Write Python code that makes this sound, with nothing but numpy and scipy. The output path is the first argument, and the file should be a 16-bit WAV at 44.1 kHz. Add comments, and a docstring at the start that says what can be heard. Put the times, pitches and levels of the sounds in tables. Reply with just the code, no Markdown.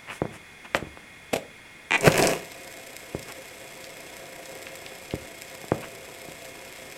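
"""An upturned skateboard lies on a carpet, close to a camera. A shoe shuffles, bumps the deck, scuffs a
wheel and creaks on the urethane in stick-slip. At 2.07 s it kicks the wheel round: the truck booms on
its bushing and the loaded bearings roar. From 2.2 s they whir freely, slowing a little, with ticks of
grit, while the deck takes a few more dull knocks. A small motor whines faintly in the room throughout."""
import sys
import numpy as np
from scipy import signal
from scipy.fft import rfft, irfft, next_fast_len
from scipy.io import wavfile
from scipy.ndimage import map_coordinates

SR = 44100
rng = np.random.default_rng(int(sys.argv[2]) if len(sys.argv) > 2 else 0)


def persist_wave(psi):
    """Save psi, clipped to +-1, as 16-bit WAV."""
    counts = np.round(np.clip(psi, -1, 1) * 32767).astype(np.int16)
    wavfile.write(sys.argv[1], SR, np.atleast_2d(counts).T)


N = 307377
T = np.arange(N) / SR
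LAUNCH_S = 2.2  # wheel comes free

# Resonances of wheel, hanger and deck. Each row: centre in Hz, width in Hz, lift in dB.
TRUCK_MODES = [(400, 28, 2.5), (409, 11, 3.5), (530, 46, 15.5), (669.2, 42, 15), (729, 59, 10.5),
               (979, 51, 10), (1520, 21, -1), (1686, 64, 7), (2700, 440, 7.5), (3390, 88, 6),
               (3830, 120, 3), (4900, 130, 2.5), (5255, 200, 8.5), (6100, 220, 7), (7000, 380, 2.5),
               (7980, 1440, 10), (11500, 1200, 2)]


def loaded_roll(roll_db=-1, crunch_db=-6.5):
    """Under the foot the balls drive the whole truck; crushed grit crunches and snaps on top."""
    # Foot pressure. Each row: time in seconds, bearing level in dB.
    load_db = [(1.975, -37), (2.001, -39), (2.079, -10.5), (2.095, -28), (2.147, -24.5), (2.193, -19),
               (2.325, -25), (2.44, -46)]
    # Spectra of the loaded balls and the crushed grit. Each row: frequency in Hz, gain in dB.
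    roar_eq = [(30, -14), (80, -18), (150, 0.5), (260, -5), (390, 3), (560, -5), (730, -5.5), (850, -10.5),
               (1000, -9.5), (1300, -18), (2500, -34), (6000, -53)]
    crunch_eq = [(500, -7), (1300, -1), (1700, 5), (2500, 5), (3600, -7), (5000, -5), (8000, -8),
                 (9500, -9.5), (13000, -11), (15700, -21)]
    foot_on = held(load_db[0][0], load_db[-1][0], attack_db_per_s=900, release_db_per_s=170)
    pressure = amp(curve(load_db)) * foot_on
    rolling = grains(per_s=12000, spread_db=0.5)
    roll = unit(coloured(rolling, lambda hz: along(roar_eq, hz) + 0.5 * lifts(TRUCK_MODES, hz)))
    powder = unit(grains(per_s=9000, spread_db=3) * amp(3 * wobble(per_s=390)))
    snaps = signal.fftconvolve(grains(per_s=240, spread_db=0), rattle(t60_s=0.0062, level_db=-11.5))
    grit = powder + 0.99 * unit(snaps[:N])
    crunch = unit(coloured(grit, lambda hz: along(crunch_eq, hz) + 0.35 * lifts(TRUCK_MODES, hz)))
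    return in_room(pressure * (amp(roll_db) * roll + amp(crunch_db) * crunch), wet_db=-16.5)[:N]


def free_spin(turns_per_s=31.4, drag_turns_per_s2=0.398, fade_in_s=0.12, hiss_db=-47.5):
    """Coasting balls roll over fine roughness and grit, a little harder once a turn."""
    # Rumble envelope. Each row: time in seconds, relative level in dB.
    coast_db = [(2.5, -49.5), (3.95, -48.5), (4.51, -46), (4.69, -48), (6.95, -48.5)]
    # Spectra of the coasting bearings. Each row: frequency in Hz, gain in dB.
    rumble_eq = [(40, -33), (150, -2), (210, -11), (300, -0.5), (440, -1), (600, -8), (830, -12),
                 (1300, -12), (2500, -22.5), (6000, -48)]
    hiss_eq = [(400, -5), (1200, -6.5), (2200, 9), (2800, 1), (3100, 3.5), (4300, 2), (6000, -2),
               (9000, -3.5), (12300, -1), (13300, -5), (15700, -14.5)]
    spin_hz = turns_per_s - drag_turns_per_s2 * (T - LAUNCH_S)
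    angle_rad = 2 * np.pi * np.cumsum(spin_hz) / SR
    throb = np.cos(angle_rad) + 0.36 * np.cos(2 * angle_rad)
    rolling = grains(per_s=6000, spread_db=2) * amp(2 * throb + wobble(per_s=28))
    rumble = unit(coloured(rolling, lambda hz: along(rumble_eq, hz) + lifts(TRUCK_MODES, hz)))
    dust = unit(grains(per_s=15000, spread_db=3) * amp(1.2 * wobble(per_s=550)))
    grit = signal.fftconvolve(grains(per_s=170, spread_db=2.5), rattle(t60_s=0.0071, level_db=-15))
    races = dust * amp(2 * throb) + 0.66 * unit(grit[:N]) * amp(4.5 * throb)
    hiss = coloured(races, lambda hz: along(hiss_eq, hz) + lifts(TRUCK_MODES, hz))
    hiss = unit(in_room(hiss, wet_db=-14)[:N])
    fade_in = np.clip((T - LAUNCH_S) / fade_in_s, 0, 1)
    return fade_in * (amp(curve(coast_db) + 1.5) * rumble + amp(hiss_db) * hiss)


def ticks():
    """Grit snaps under a ball and rattles the cage; duller ticks sweep down for longer."""
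    # Loudest ticks of grit and loose play. Each row: time in seconds, level in dB, pitch in Hz.
    loud_ticks = [(1.9783, -23.5, 6900), (2.0101, -14.5, 6750), (2.0732, -22, 9000), (2.086, -21, 8000),
                  (2.121, -15.5, 4130), (2.1784, -9.5, 7480), (2.2254, -9, 5200), (2.2723, -7, 6030),
                  (2.6345, -33, 7000), (3.2302, -29, 5160), (3.8432, -29.5, 3820), (4.457, -29.5, 5400),
                  (4.668, -27, 1980), (4.864, -28.5, 2850), (5.109, -27.5, 2600)]
    out = np.zeros(N)
    for s, db, pitch_hz in list(loud_ticks) + stray_ticks():
        lag_s = 0.0012 + 0.0065 * min(1, (3200 / pitch_hz) ** 4)
        band_db = lambda hz: -17 * np.log1p(2 * np.log((hz + 1) / pitch_hz) ** 2)
        snap = click(lambda hz: band_db(hz) + 0.5 * lifts(TRUCK_MODES, hz), lag_s)
        tick = signal.fftconvolve(snap, rattle(t60_s=0.015, level_db=-20))
        add(out, s - lag_s / 2, amp(db) * tick / np.abs(tick).max())
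    return in_room(out, wet_db=-6)[:N]


def stray_ticks(count=70, level_db=-39, spread_db=1.1, pitch_hz=5000, spread_octaves=0.4):
    """Specks the coasting balls meet by chance. Each row: time in seconds, level in dB, pitch in Hz."""
    times_s = rng.uniform(LAUNCH_S, T[-1], count)
    return [(s, level_db + spread_db * size, pitch_hz * 2 ** (spread_octaves * detune))
            for s, (size, detune) in zip(times_s, rng.standard_normal((count, 2)))]


def knocks(band_ratio=6.75):
    """Each blow pushes the deck once and leaves it ringing; softer contact gives a lower band."""
    # Blows on deck and wheel. Each row: start in seconds, level in dB, top of the band in Hz.
    blows = [(0.2181, -10, 660), (0.2532, -19.5, 716), (0.7477, -2.5, 2530), (0.7505, -12.5, 870),
             (.8248, -20.5, 396), (.869, -31, 320), (0.973, -27, 1450), (2.0641, -9.5, 2200),
             (2.0725, -4.5, 730), (2.078, 0, 1880), (3.148, -15.5, 527), (5.1374, -14, 437),
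             (5.642, -28, 760), (5.7186, -6, 704), (6.285, -29, 600)]
    # Bending modes of the deck. Each row: centre in Hz, width in Hz, lift in dB.
    deck_modes = [(72, 25, 9), (110, 16, 7.5), (152.4, 46, 7.5), (229, 20, 6), (314, 30, 6), (402, 49, 4),
                  (540, 116, 6), (1930, 1700, 7)]
    # Echoes off nearby surfaces. Each row: delay in seconds, gain in dB.
    echoes = [(.0026, -14), (.0058, -17.5), (0.0136, -38)]
    out = np.zeros(N)
    for s, db, high_hz in blows:
        low_hz = high_hz / band_ratio
        band_db = lambda hz: -10 * np.log10((1 + (low_hz / (hz + 1)) ** 6) * (1 + (hz / high_hz) ** 5.47))
        crack_db = lambda hz: -52 + 16 * np.log10(high_hz / (hz + high_hz))
        force_db = lambda hz: np.maximum(band_db(hz), crack_db(hz))
        blow = click(lambda hz: force_db(hz) + lifts(deck_modes, hz), lag_s=0.00047)
        add(out, s, amp(db) * in_room(blow, wet_db=-12.5))
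        for delay_s, echo_db in echoes:
            add(out, s + delay_s, amp(db + echo_db) * blow)
    return out


def creak():
    """The sole sticks and slips on the urethane; the deck reflects each jerk."""
    # Spectrum of one jerk. Each row: frequency in Hz, gain in dB.
    rubber_eq = [(90, -21), (170, -7), (320, -2), (560, -8), (920, 2), (1250, -7.5), (1750, 0), (2400, 7),
                 (3000, -5.5), (3900, -12.5), (4800, -27), (6000, -19), (8000, -20), (11000, -38),
                 (16000, -56)]
    slip = click(lambda hz: along(rubber_eq, hz), lag_s=0.00223)
    out = np.zeros(N)
    for s, db in slips():
        jerk = signal.fftconvolve(slip, rattle(t60_s=0.022, level_db=-31))
        add(out, s - 0.0008, amp(db - 1.5) * jerk)
        add(out, s + 0.00171, amp(db - 11) * jerk)  # reflection
    return in_room(out, wet_db=-11)[:N]


def slips(count=10, start_s=1.9069, first_gap_s=0.0118, gap_ratio=0.82, rise_s=0.021):
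    """Jerks come ever faster as the push builds. Each row: time in seconds, relative level in dB."""
    gaps_s = first_gap_s * gap_ratio ** np.arange(count - 1)
    delays_s = np.concatenate([[0], np.cumsum(gaps_s)])
    jitter_s, scatter_db = (rng.standard_normal((count, 2)) * [0.0006, 1.4]).T
    swell_db = -7 - 1.5 * (delays_s / rise_s - 1) ** 2
    return zip(start_s + delays_s + jitter_s, swell_db + scatter_db)


def scuffs():
    """The tread scrapes as it lands, once on the deck, then twice on the wheel."""
    # Landings. Each row: time of full level in seconds, hold in seconds, level in dB.
    landings = [(0.75, 0.019, -27), (1.333, 0.0082, -18.5), (1.3621, 0.0017, -20.5)]
    # Spectrum of the scraping tread. Each row: frequency in Hz, gain in dB.
    scrape_eq = [(30, -27), (130, -10), (220, -5), (340, -2.5), (520, 1.5), (720, -0.5), (1050, -19.5),
                 (2000, -13.5), (2800, -12), (4200, -23), (6500, -24), (7900, -19), (9200, -29),
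                 (13000, -28), (15700, -47)]
    tread = grains(per_s=12000, spread_db=0) * amp(2.5 * wobble(per_s=360))
    scrape = unit(coloured(tread, lambda hz: along(scrape_eq, hz)))
    contact = sum(amp(db) * held(s, s + hold_s, attack_db_per_s=3600, release_db_per_s=1500)
                  for s, hold_s, db in landings)
    return in_room(contact * scrape, wet_db=-11)[:N]


def bushing(kick_s=2.074, pitch_hz=155, level_db=-11.5, t60_s=0.1):
    """One damped boom as the kicked truck springs back on its rubber bushing."""
    age_s = np.maximum(T - kick_s, 0)
    return amp(level_db - 60 * age_s / t60_s) * np.sin(2 * np.pi * pitch_hz * age_s)


def shuffles():
    """Short swells of rubbing as the shoe shifts on the carpet."""
    # Shoe strokes. Each row: start in seconds, length in seconds, rub in dB, fibre hiss in dB.
    strokes = [(0.067, 0.076, -36.5, -62), (0.1, 0.097, -46.5, -49.5), (0.314, 0.072, -45.5, -54),
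               (0.64, 0.031, -42, -61), (3.266, 0.064, -43, -54), (5.82, 0.043, -39, -56)]
    # Spectra of the rub and the fibre hiss. Each row: frequency in Hz, gain in dB.
    carpet_eq = [(40, -22), (120, -1), (500, -4), (1000, 3), (1400, 0.5), (2600, 1.5), (4000, -18),
                 (9000, -36)]
    fibre_eq = [(2000, -12), (6000, -2), (10000, -1), (15000, -19)]
    rub = unit(coloured(grains(per_s=2600, spread_db=0), lambda hz: along(carpet_eq, hz)))
    hiss = unit(coloured(rng.standard_normal(N), lambda hz: along(fibre_eq, hz)))
    out = np.zeros(N)
    for s, length_s, rub_db, hiss_db in strokes:
        swell = np.sin(np.pi * np.clip((T - s) / length_s, 0, 1))
        out += swell * (amp(rub_db) * rub + amp(hiss_db) * hiss)
    return in_room(out, wet_db=-13)[:N]


def air_and_motor(air_db=-49):
    """Room air and a small motor whose close tones beat."""
    # Spectrum of the air. 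Each row: frequency in Hz, gain in dB.
    air_eq = [(20, -3.5), (100, 3), (200, 2.5), (500, -0.5), (1300, -3.5), (1900, 1.5), (2300, 1.5),
              (2600, -7.5), (3100, -17), (4200, -12), (7000, -14), (11000, -16), (12500, -24), (16000, -26)]
    # Motor housing resonances. Each row: centre in Hz, width in Hz, lift in dB.
    casing_modes = [(2280, 84, -4), (2495, 190, 6.5), (2770, 32, 10), (3344, 450, 15.5)]
    # Motor tones. Each row: frequency in Hz, rms level in dB.
    tones = [(1895, -65.5), (2121, -65.5), (2151, -56), (2180.5, -66.5), (2439, -77), (2468, -61.5),
             (3408, -68), (9905, -75)]
    air = unit(coloured(rng.standard_normal(N), lambda hz: along(air_eq, hz) + lifts(casing_modes, hz)))
    whine = sum(amp(db) * np.sqrt(2) * np.sin(2 * np.pi * hz * T + 0.45 * wobble(per_s=8))
                for hz, db in tones)
    return amp(air_db) * air + whine


def in_room(x, wet_db, gap_s=0.004):
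    """Direct sound plus the small room's decaying tail."""
    # Room decay. Each row: frequency in Hz, T60 in seconds.
    t60_s = [(100, 0.48), (500, 0.39), (2000, 0.25), (10000, 0.22)]
    hz, age_s, noise = signal.stft(rng.standard_normal(SR // 2), SR, nperseg=256)
    decay = amp(-60 * age_s / along(t60_s, hz)[:, None])
    tail = signal.istft(noise * decay, SR, nperseg=256)[1]
    response = np.pad(amp(wet_db) * tail / np.linalg.norm(tail), (round(gap_s * SR), 0))
    response[0] += 1
    return signal.fftconvolve(x, response)


def rattle(t60_s, level_db):
    """One snap, then brief chatter."""
    age_s = np.arange(SR // 40) / SR
    chatter = amp(level_db - 60 * age_s / t60_s) * rng.standard_normal(len(age_s))
    return signal.unit_impulse(len(age_s)) + chatter


def click(gain_db, lag_s):
    """Impulse of peak 1; bending waves bring its lows later, by lag_s at 1 kHz."""
    pulse = coloured(signal.unit_impulse(SR // 8), gain_db)
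    khz = np.fft.rfftfreq(len(pulse), 1 / SR) / 1000
    pulse = irfft(rfft(pulse) * np.exp(-4j * np.pi * 1000 * lag_s * np.sqrt(khz)))
    return pulse / np.abs(pulse).max()


def grains(per_s, spread_db):
    """Tiny impacts of random time and size, rms 1."""
    impacts = (rng.random(N) < per_s / SR) * rng.standard_normal(N)
    return unit(impacts * amp(spread_db * np.clip(rng.standard_normal(N), -2, 2)))


def coloured(x, gain_db):
    """Minimum-phase filter; gain_db is a function of Hz."""
    size = 2 * next_fast_len(len(x) // 2 + SR // 8)
    gain = amp(gain_db(np.fft.rfftfreq(size, 1 / SR)))
    cepstrum = irfft(np.log(gain + 1e-6))
    cepstrum[1:size // 2] *= 2
    cepstrum[size // 2 + 1:] = 0
    return irfft(rfft(x, size) * np.exp(rfft(cepstrum)))[:len(x)]


def lifts(modes, hz):
    """Summed lift of resonances in dB."""
    return sum(db / (1 + (2 * (hz - centre_hz) / width_hz) ** 2) for centre_hz, width_hz, db in modes)


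def along(points, hz):
    """Interpolate (Hz, value) points on a log axis."""
    knots_hz, values = np.transpose(points)
    return np.interp(np.log(hz + 1), np.log(knots_hz), values)


def curve(points):
    """Interpolate (s, value) points per sample."""
    return np.interp(T, *np.transpose(points))


def held(start_s, end_s, attack_db_per_s, release_db_per_s):
    """Gain that reaches 1 at start_s, holds until end_s and dies away."""
    early_s, late_s = np.maximum(start_s - T, 0), np.maximum(T - end_s, 0)
    return amp(-attack_db_per_s * early_s - release_db_per_s * late_s)


def wobble(per_s):
    """Smooth curve through random knots."""
    return map_coordinates(rng.standard_normal(int(N * per_s / SR) + 4), [T * per_s])


def add(track, start_s, sound):
    """Mix in place."""
    part = track[round(start_s * SR):][:len(sound)]
    part += sound[:len(part)]


def amp(db):
    """Decibels to gain."""
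    return 10 ** (np.asarray(db) / 20)


def unit(x):
    """Scale to rms 1."""
    return x / np.sqrt(np.mean(x ** 2) + 1e-20)


def scene():
    """All sources at one microphone."""
    footwork = knocks() + bushing() + shuffles() + scuffs() + creak()
    bearings = loaded_roll() + free_spin() + ticks()
    return (footwork + bearings + air_and_motor())[None]


def record(dry, ceiling=0.69, top_hz=15850):
    """The kick overloads the camera's input; nothing passes above its band limit."""
    clipped = np.clip(dry, -ceiling, ceiling)
    return irfft(rfft(clipped) * (np.fft.rfftfreq(N, 1 / SR) < top_hz), N)


dry = scene()
out = record(dry)
persist_wave(out)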